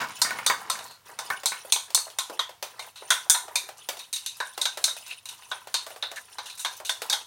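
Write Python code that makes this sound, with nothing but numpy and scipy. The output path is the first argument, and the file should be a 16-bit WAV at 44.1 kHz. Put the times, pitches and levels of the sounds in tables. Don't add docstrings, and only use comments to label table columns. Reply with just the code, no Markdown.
import sys
import numpy as np
from scipy import signal
from scipy.fft import rfft, irfft, next_fast_len
from scipy.io import wavfile
from scipy.ndimage import uniform_filter1d, minimum_filter1d

SR = 44100
rng = np.random.default_rng(int(sys.argv[2]) if len(sys.argv) > 2 else 0)


def generate_wav(sig):
    pcm = np.round(np.clip(np.atleast_2d(sig).T, -1, 1) * 32767).astype(np.int16)
    wavfile.write(sys.argv[1], SR, pcm)


N = 320166
TIME_S = np.arange(N) / SR
CONTACT_N = int(.45 * SR)
CONTACT_S = np.arange(CONTACT_N) / SR


def from_db(db):
    return 10 ** (np.asarray(db) / 20)


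def unit(x):
    return x / np.sqrt(np.sum(x ** 2) + 1e-20)


def colour(x, spectrum):
    size = 2 * next_fast_len(len(x) // 2 + CONTACT_N // 4)
    hz, db = np.transpose(spectrum)
    gain_db = np.interp(np.log(np.fft.rfftfreq(size, 1 / SR) + 1), np.log(hz), db)
    cepstrum = irfft(np.log(from_db(gain_db)))
    cepstrum[1:size // 2] *= 2
    cepstrum[size // 2 + 1:] = 0
    return irfft(rfft(x, size) * np.exp(rfft(cepstrum)))[:len(x)]


def decay(t60):
    return from_db(-60 * CONTACT_S / t60)


def reverberation(t60):
    return unit(rng.standard_normal(CONTACT_N) * decay(t60))


def click(spectrum):
    return unit(colour(1.0 * (CONTACT_S == 0), spectrum))


def radiate(x, low_hz):
    highpass = signal.butter(2, low_hz, "high", fs=SR, output="sos")
    return signal.sosfilt(np.tile(highpass, (2, 1)), x)


def drift(per_s):
    knots = rng.standard_normal(int(per_s * N / SR) + 2)
    return np.interp(TIME_S * per_s, np.arange(len(knots)), knots)


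def kitchen(source, near_db=-2, near_t60=0.13, tail_db=-1, tail_t60=0.28, directions=3):
    out = source()
    for _ in range(directions):
        near = from_db(near_db) * reverberation(near_t60)
        tail = from_db(tail_db) * reverberation(tail_t60)
        echoes = (near + tail) / np.sqrt(directions)
        out = out + signal.fftconvolve(source()[:CONTACT_N // 4], echoes)[:len(out)]
    return out


def chatter(body, settle_s, rebounds_per_s=9000):
    rebounds = (rng.random(CONTACT_N) < rebounds_per_s / SR) * rng.standard_normal(CONTACT_N)
    rebounds[0] = 1
    onset = 1 - np.exp(-(CONTACT_S + 1 / SR) / .0002)
    force = rebounds * onset * np.exp(-CONTACT_S / (settle_s + .0006))
    return unit(signal.fftconvolve(body, force[:CONTACT_N // 4])[:CONTACT_N])


def grains(spectrum, per_s, clump_db, q, bands=24):
    pops, shared = np.zeros(N), drift(70)
    for hz in np.geomspace(max(spectrum[0][0], 80), min(spectrum[-1][0], 15000), bands):
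        born = rng.random(N) < per_s / SR / bands
        clumps = np.clip(.6 * shared + .8 * drift(110), -2, 2.3)
        impulses = np.full(N, 1e-18)
        impulses[born] = from_db(clump_db * clumps[born]) * rng.standard_normal(N // 4)[:born.sum()]
        b, a = signal.iirpeak(hz, q, fs=SR)
        pops += np.sqrt(hz) * unit(signal.lfilter(b, a, signal.lfilter(b, a, impulses)))
    echoes = signal.fftconvolve(pops, from_db(-0.5) * reverberation(t60=0.086))[:N]
    return np.sqrt(N) * unit(colour(pops + echoes, spectrum))


BAND_EDGES = [300, 800, 2800, 5200, 10000, 16000]
def place(track, start_s, sound, band_db):
    count, size = int(.025 * SR), next_fast_len(2 * CONTACT_N)
    hz = np.fft.rfftfreq(size, 1 / SR)
    centres_hz = np.sqrt(np.multiply(BAND_EDGES[:-1], BAND_EDGES[1:]))
    for _ in range(2):
        power = 2 * abs(rfft(sound[:count], size)) ** 2 / (size * count)
        now_db = 10 * np.log10(np.histogram(hz, BAND_EDGES, weights=power)[0] + 1e-20)
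        sound = colour(sound, np.column_stack([centres_hz, band_db - now_db]))
    at = round(start_s * SR)
    track[at:at + len(sound)] += sound[:N - at]


# pitch_hz, level_db
GLASS_MODES = [(1000, -4.5), (1255, -14.5), (1492, -6), (1797, -15.5), (2205, -16.5), (3565, -9),
               (3770, -6), (4000, -24), (4290, -8), (4720, -11), (6100, 2), (6760, -3.5), (8150, -16),
               (8620, 6), (9030, 1), (11310, -5)]
def ring(modes=GLASS_MODES, t60=0.03, detune=0.0083):
    hz, db = np.transpose(modes)
    hz = hz * (1 + detune * rng.normal(size=len(hz)))
    gains = from_db(db + 3 * rng.normal(size=len(hz))) * rng.choice([-1, 1], len(hz))
    count = CONTACT_N // 4
    waves = gains @ np.sin(2 * np.pi * hz[:, None] * CONTACT_S[:count])
    return unit(np.pad(waves, (0, CONTACT_N - count)) * decay(t60))


# frequency_hz, density_db
AIR_SPECTRUM = [(20, -13), (105, 14), (260, -2.5), (600, 1), (1200, -13), (3000, 0), (16000, -2.5)]
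def room_tone(air_db=-63.5, hum_hz=104, hum_db=-80):
    air = np.sqrt(N) * unit(colour(rng.standard_normal(N), AIR_SPECTRUM))
    return from_db(air_db) * air + from_db(hum_db) * np.sin(2 * np.pi * hum_hz * TIME_S)


# time_s, level_db
SLIDE_LEVELS = [(0, -29.5), (.17, -51), (.27, -38.5), (.52, -48), (.76, -46), (1.03, -65.5), (1.23, -53.5),
                (1.32, -50), (1.5, -66)]
# frequency_hz, density_db
SLIDE_SPECTRUM = [(40, -26), (90, 9.5), (180, 13.5), (300, 3.5), (1100, 12.5), (1600, 8.5), (5000, 3)]
def bowl_slide():
    level_db = np.interp(TIME_S, *np.transpose(SLIDE_LEVELS))
    return from_db(level_db) * grains(SLIDE_SPECTRUM, per_s=4800, clump_db=2.5, q=1)


# start_s, level_db, settle_s
BOWL_KNOCKS = [(0.004, -33.5, 0.024), (0.2487, -32.5, 0.0023), (0.3068, -32, 0.0015),
               (0.3872, -35.5, 0.00075), (0.4988, -22.5, 0.0014), (0.7526, -43.5, 0.006),
               (1.3016, -28, 0.0033), (1.52, -35.5, 0.00039)]
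KNOCK_BANDS = [-14, 2, -12, -15, -16]
def bowl_knocks(glass_db=-8):
    out = np.zeros(N)
    thud = click([(100, 5), (210, 5), (330, 5.5), (1050, 13), (2300, -10.5), (3500, -34), (16000, 0.5)])
    low_modes = [(hz, db) for hz, db in GLASS_MODES if hz < 2800]
    for start_s, level_db, settle_s in BOWL_KNOCKS:
        def clack():
            return chatter(thud + from_db(glass_db) * ring(low_modes, t60=0.04), settle_s)
        place(out, start_s, radiate(kitchen(clack), low_hz=92.5), np.add(KNOCK_BANDS, level_db))
    return out


def sweep(start_s, end_s, attack_s=0.013, rise_db_per_s=1.5, release_db_per_s=254):
    attack = np.clip((TIME_S - start_s) / attack_s, 0, 1)
    hold_db = rise_db_per_s * (np.clip(TIME_S, start_s, end_s) - (start_s + end_s) / 2)
    release_db = release_db_per_s * np.maximum(TIME_S - end_s, 0)
    return attack * from_db(hold_db - release_db)


# start_s, end_s, squelch_db, rub_db
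SPOON_SWEEPS = [(0.054, 0.434, -51, -48), (0.575, 0.885, -44, -61), (1.05, 1.117, -46.5, -51),
                (1.24, 1.393, -51.5, -46.5), (1.534, 1.703, -51.5, -48.5), (1.822, 2.17, -54.5, -55),
                (2.22, 2.39, -52.5, -52), (2.695, 2.877, -50, -54), (3, 3.255, -54, -49.5),
                (3.388, 3.67, -48, -57), (3.76, 4.07, -59.5, -49.5), (4.214, 4.556, -61.5, -50.5),
                (4.714, 5.153, -56.5, -49.5), (5.308, 5.517, -55.5, -51), (5.546, 5.73, -57.5, -52.5),
                (5.81, 6.364, -54.5, -56), (6.424, 6.54, -53, -55.5), (6.70, 6.778, -50, -47),
                (6.95, 7.233, -49, -51.5)]
# frequency_hz, density_db
SQUELCH_SPECTRUM = [(150, -37), (300, -3.5), (550, 1.5), (1020, 11), (1600, 2), (3000, -20.5), (6000, -29)]
RUB_SPECTRUM = [(1200, -32), (2500, 6), (3800, 3), (5200, 2), (8000, -7.5), (9500, 8.5), (11500, -22),
                (16000, -6)]
THREAD_SPECTRUM = [(4000, -11.5), (9500, -5), (16000, -8.5)]
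def stirring(paste_trim_db=-1.5, wall_trim_db=-1, thread_trim_db=-8):
    paste_gain, wall_gain = np.zeros((2, N))
    for start_s, end_s, squelch_db, rub_db in SPOON_SWEEPS:
        envelope = sweep(start_s, end_s)
        paste_gain += from_db(squelch_db) * envelope
        wall_gain += from_db(rub_db) * envelope
    paste = from_db(paste_trim_db) * grains(SQUELCH_SPECTRUM, per_s=4500, clump_db=8.5, q=1.8)
    wall = from_db(wall_trim_db) * grains(RUB_SPECTRUM, per_s=15000, clump_db=9, q=9.1)
    threads = from_db(thread_trim_db) * grains(THREAD_SPECTRUM, per_s=2000, clump_db=11.5, q=1.8)
    return paste_gain * paste + wall_gain * wall + np.hypot(paste_gain, wall_gain) * threads


# centre_s, pitch_hz, level_db, half_length_s
SPOON_SQUEAKS = [(0.9, 4240, -49.5, 0.061), (5.117, 2630, -37, 0.021), (6.18, 1720, -35, 0.015)]
def squeaks(bandwidth_hz=220):
    out = np.zeros(N)
    for centre_s, pitch_hz, level_db, half_length_s in SPOON_SQUEAKS:
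        b, a = signal.iirpeak(pitch_hz, pitch_hz / bandwidth_hz, fs=SR)
        tone = np.sqrt(N) * unit(signal.lfilter(b, a, rng.standard_normal(N)))
        out += from_db(level_db) * tone * np.exp(-((TIME_S - centre_s) / half_length_s) ** 2)
    return out


# start_s, level_db, brightness_db
AIR_POCKETS = [(1.092, -54, -12), (1.4332, -44, -2.5), (1.6486, -45.5, -28), (1.9035, -53, 4.5),
               (2.0672, -45.5, -34), (2.1009, -60, 7.5), (2.2975, -41, -10), (2.4927, -47, -6),
               (2.6262, -40, 2.5), (3.0213, -46.5, -16), (3.264, -52.5, -17), (3.481, -45, -10.5),
               (3.6891, -44, -5.5), (3.8882, -38.5, 4.5), (3.97, -53.5, 3), (4.5771, -40.5, 0.5),
               (4.773, -41.5, 0.5), (4.9652, -51, 3.5), (5.6717, -47, -4), (5.8653, -45, -2.5),
               (5.9043, -48, -7.5), (5.961, -49, -5), (6.115, -45.5, -1.5), (6.8, -44.5, -9),
               (7.0186, -40.5, 1.5)]
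# frequency_hz, density_db
SMACK_SPECTRUM = [(100, -21), (250, -17), (400, -9.5), (620, 1), (1000, -2.5), (3000, -6), (9500, 0),
                  (16000, -3)]
def smacks(glass_db=-15):
    out, snap = np.zeros(N), click(SMACK_SPECTRUM)
    def pop():
        return chatter(snap + from_db(glass_db) * ring(t60=0.072), settle_s=0.0035)
    for start_s, level_db, brightness_db in AIR_POCKETS:
        smack = radiate(kitchen(pop, near_db=-3.5, near_t60=0.085), low_hz=273)
        shape_db = [0, 1 + 0.22 * brightness_db, brightness_db, brightness_db - 1, brightness_db - 5]
        place(out, start_s, smack, np.add(shape_db, level_db))
    return out


# frequency_hz, density_db
CRACK_SPECTRUM = [(100, -38.5), (280, -25.5), (550, -6), (1050, -0.5), (2800, -11), (3700, -14), (5300, 0),
                  (6400, 8.5), (9400, 5.5), (10700, -4), (16000, -13)]
def contact_crack(gain_db=4):
    return from_db(gain_db) * click(CRACK_SPECTRUM)


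# start_s, level_db, brightness_db, settle_s
SPOON_GRAZES = [(0.7894, -42.5, -5.5, 0.0027), (0.851, -70, -5, 0.003), (0.91, -55, 0.5, 0.0037),
                (2.824, -52.5, 1.5, 0.002), (2.957, -46.5, -6, 0.028), (3.992, -41.5, -5, 0.0045),
                (4.1284, -31.5, -0.5, 0.0093), (4.1594, -35.5, -2, 0.004), (4.262, -33.5, -1, 0.0005),
                (5.0636, -48.5, -0.5, 0.016), (5.1045, -44, -9, 0.014), (5.256, -43, -1.5, 0.00078),
                (5.288, -40, -2.5, 0.006), (5.422, -55, -11, 0.001), (6.159, -46.5, 1, 0.009),
                (6.4572, -43.5, -2.5, 0.022), (6.498, -41.5, -7.5, 0.005), (6.5758, -51, 5.5, 0.0075),
                (6.5931, -40.5, 3, 0.02), (6.8487, -38, -1, 0.026)]
# pitch_hz, level_db
EDGE_MODES = [(2700, -0.5), (4000, 1)]
def grazes(edge_db=-7, thump_db=-68):
    out, crack = np.zeros(N), contact_crack()
    for start_s, level_db, brightness_db, settle_s in SPOON_GRAZES:
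        def skip():
            glass = ring(t60=0.041)
            edge = from_db(edge_db) * ring(EDGE_MODES, t60=0.012, detune=0.04)
            return chatter(glass + edge + crack, settle_s)
        body_db, treble_db = -38 + 0.3 * level_db, level_db + brightness_db
        band_db = [thump_db, body_db, level_db, treble_db, treble_db - 6.5]
        place(out, start_s, radiate(kitchen(skip, directions=5), low_hz=367), band_db)
    return out


# start_s, level_db, brightness_db, body_offset_db, low_hz, main_hz
SPOON_STRIKES = [(0.2166, -20.5, -2.5, -10, 1240, 4810), (0.4632, -22.5, -1, -7.5, 1080, 4400),
                 (0.6993, -29, 0, -0.5, 1390, 4500), (1.1889, -37.5, 0, 1, 843, 4900),
                 (1.4576, -25.5, 1, -9.5, 935, 3870), (1.7226, -21, 0.5, -13, 2380, 4060),
                 (1.7587, -30.5, -13, -6.5, 1040, 3320), (1.9468, -22.5, 3.5, -13, 895, 4550),
                 (1.975, -37.5, -12, -2, 1200, 4280), (2.1861, -29, 0, -5, 1006, 4110),
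                 (2.392, -24.5, -13.5, -5, 1090, 3330), (2.7935, -39, -6.5, -1.5, 2200, 4040),
                 (3.1041, -21.5, -1, 0, 1530, 3460), (3.298, -22, 8, -8, 1460, 3510),
                 (3.3441, -28.5, -18, -1.5, 1010, 3830), (3.556, -26, -0.5, -6, 2420, 4220),
                 (4.402, -35, -7.5, 6, 1536, 3940), (4.614, -25.5, -4.5, -15.5, 1010, 4110),
                 (4.6542, -24.5, -8, -8.5, 1576, 3760), (4.8405, -21.5, -1.5, -16.5, 1540, 4250),
                 (4.8787, -32, -9, -7, 1450, 3730), (5.5148, -33.5, -14, 2, 1495, 3580),
                 (5.7412, -24.5, -5.5, -9.5, 1050, 4190), (6.025, -29, -17, -8, 1490, 3990),
                 (6.384, -37, -9.5, 0, 870, 3970), (6.648, -28.5, -8, -2.5, 1570, 3640),
                 (6.8936, -26, -6.5, -5.5, 1534, 3530), (7.0976, -26, -3.5, -13, 1560, 4700),
                 (7.1267, -23, -7.5, -9.5, 920, 3450)]
def clinks(ring_db=-11):
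    out, crack = np.zeros(N), contact_crack()
    for start_s, level_db, brightness_db, body_offset_db, low_hz, main_hz in SPOON_STRIKES:
        settle_s = min(0.0019 * 2 ** (-brightness_db / 4), 0.0042)
        def strike():
            low = from_db(ring_db) * ring([(low_hz, 0)], t60=0.031, detune=0.034)
            main = from_db(ring_db) * ring([(main_hz, 0)], t60=0.016, detune=0.04)
            return chatter(ring(t60=0.03) + low + main + crack, settle_s)
        body_db, treble_db = level_db + body_offset_db, level_db + brightness_db
        thump_db = -32 + 0.39 * body_db
        band_db = [thump_db, body_db, level_db, treble_db, treble_db - 9]
        place(out, start_s, radiate(kitchen(strike, directions=5), low_hz=396), band_db)
    return out


def scene():
    contacts = clinks() + grazes() + smacks() + bowl_knocks()
    return (contacts + squeaks() + stirring() + bowl_slide() + room_tone())[None]


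def record(dry, cutoff_hz=16100):
    window = int(.004 * SR)
    allowed_gain = minimum_filter1d(1 / np.maximum(abs(dry), 1), window)
    limited = dry * uniform_filter1d(allowed_gain, window)
    return signal.sosfilt(signal.ellip(10, .2, 100, cutoff_hz, fs=SR, output="sos"), limited)


dry = scene()
out = record(dry)
generate_wav(out)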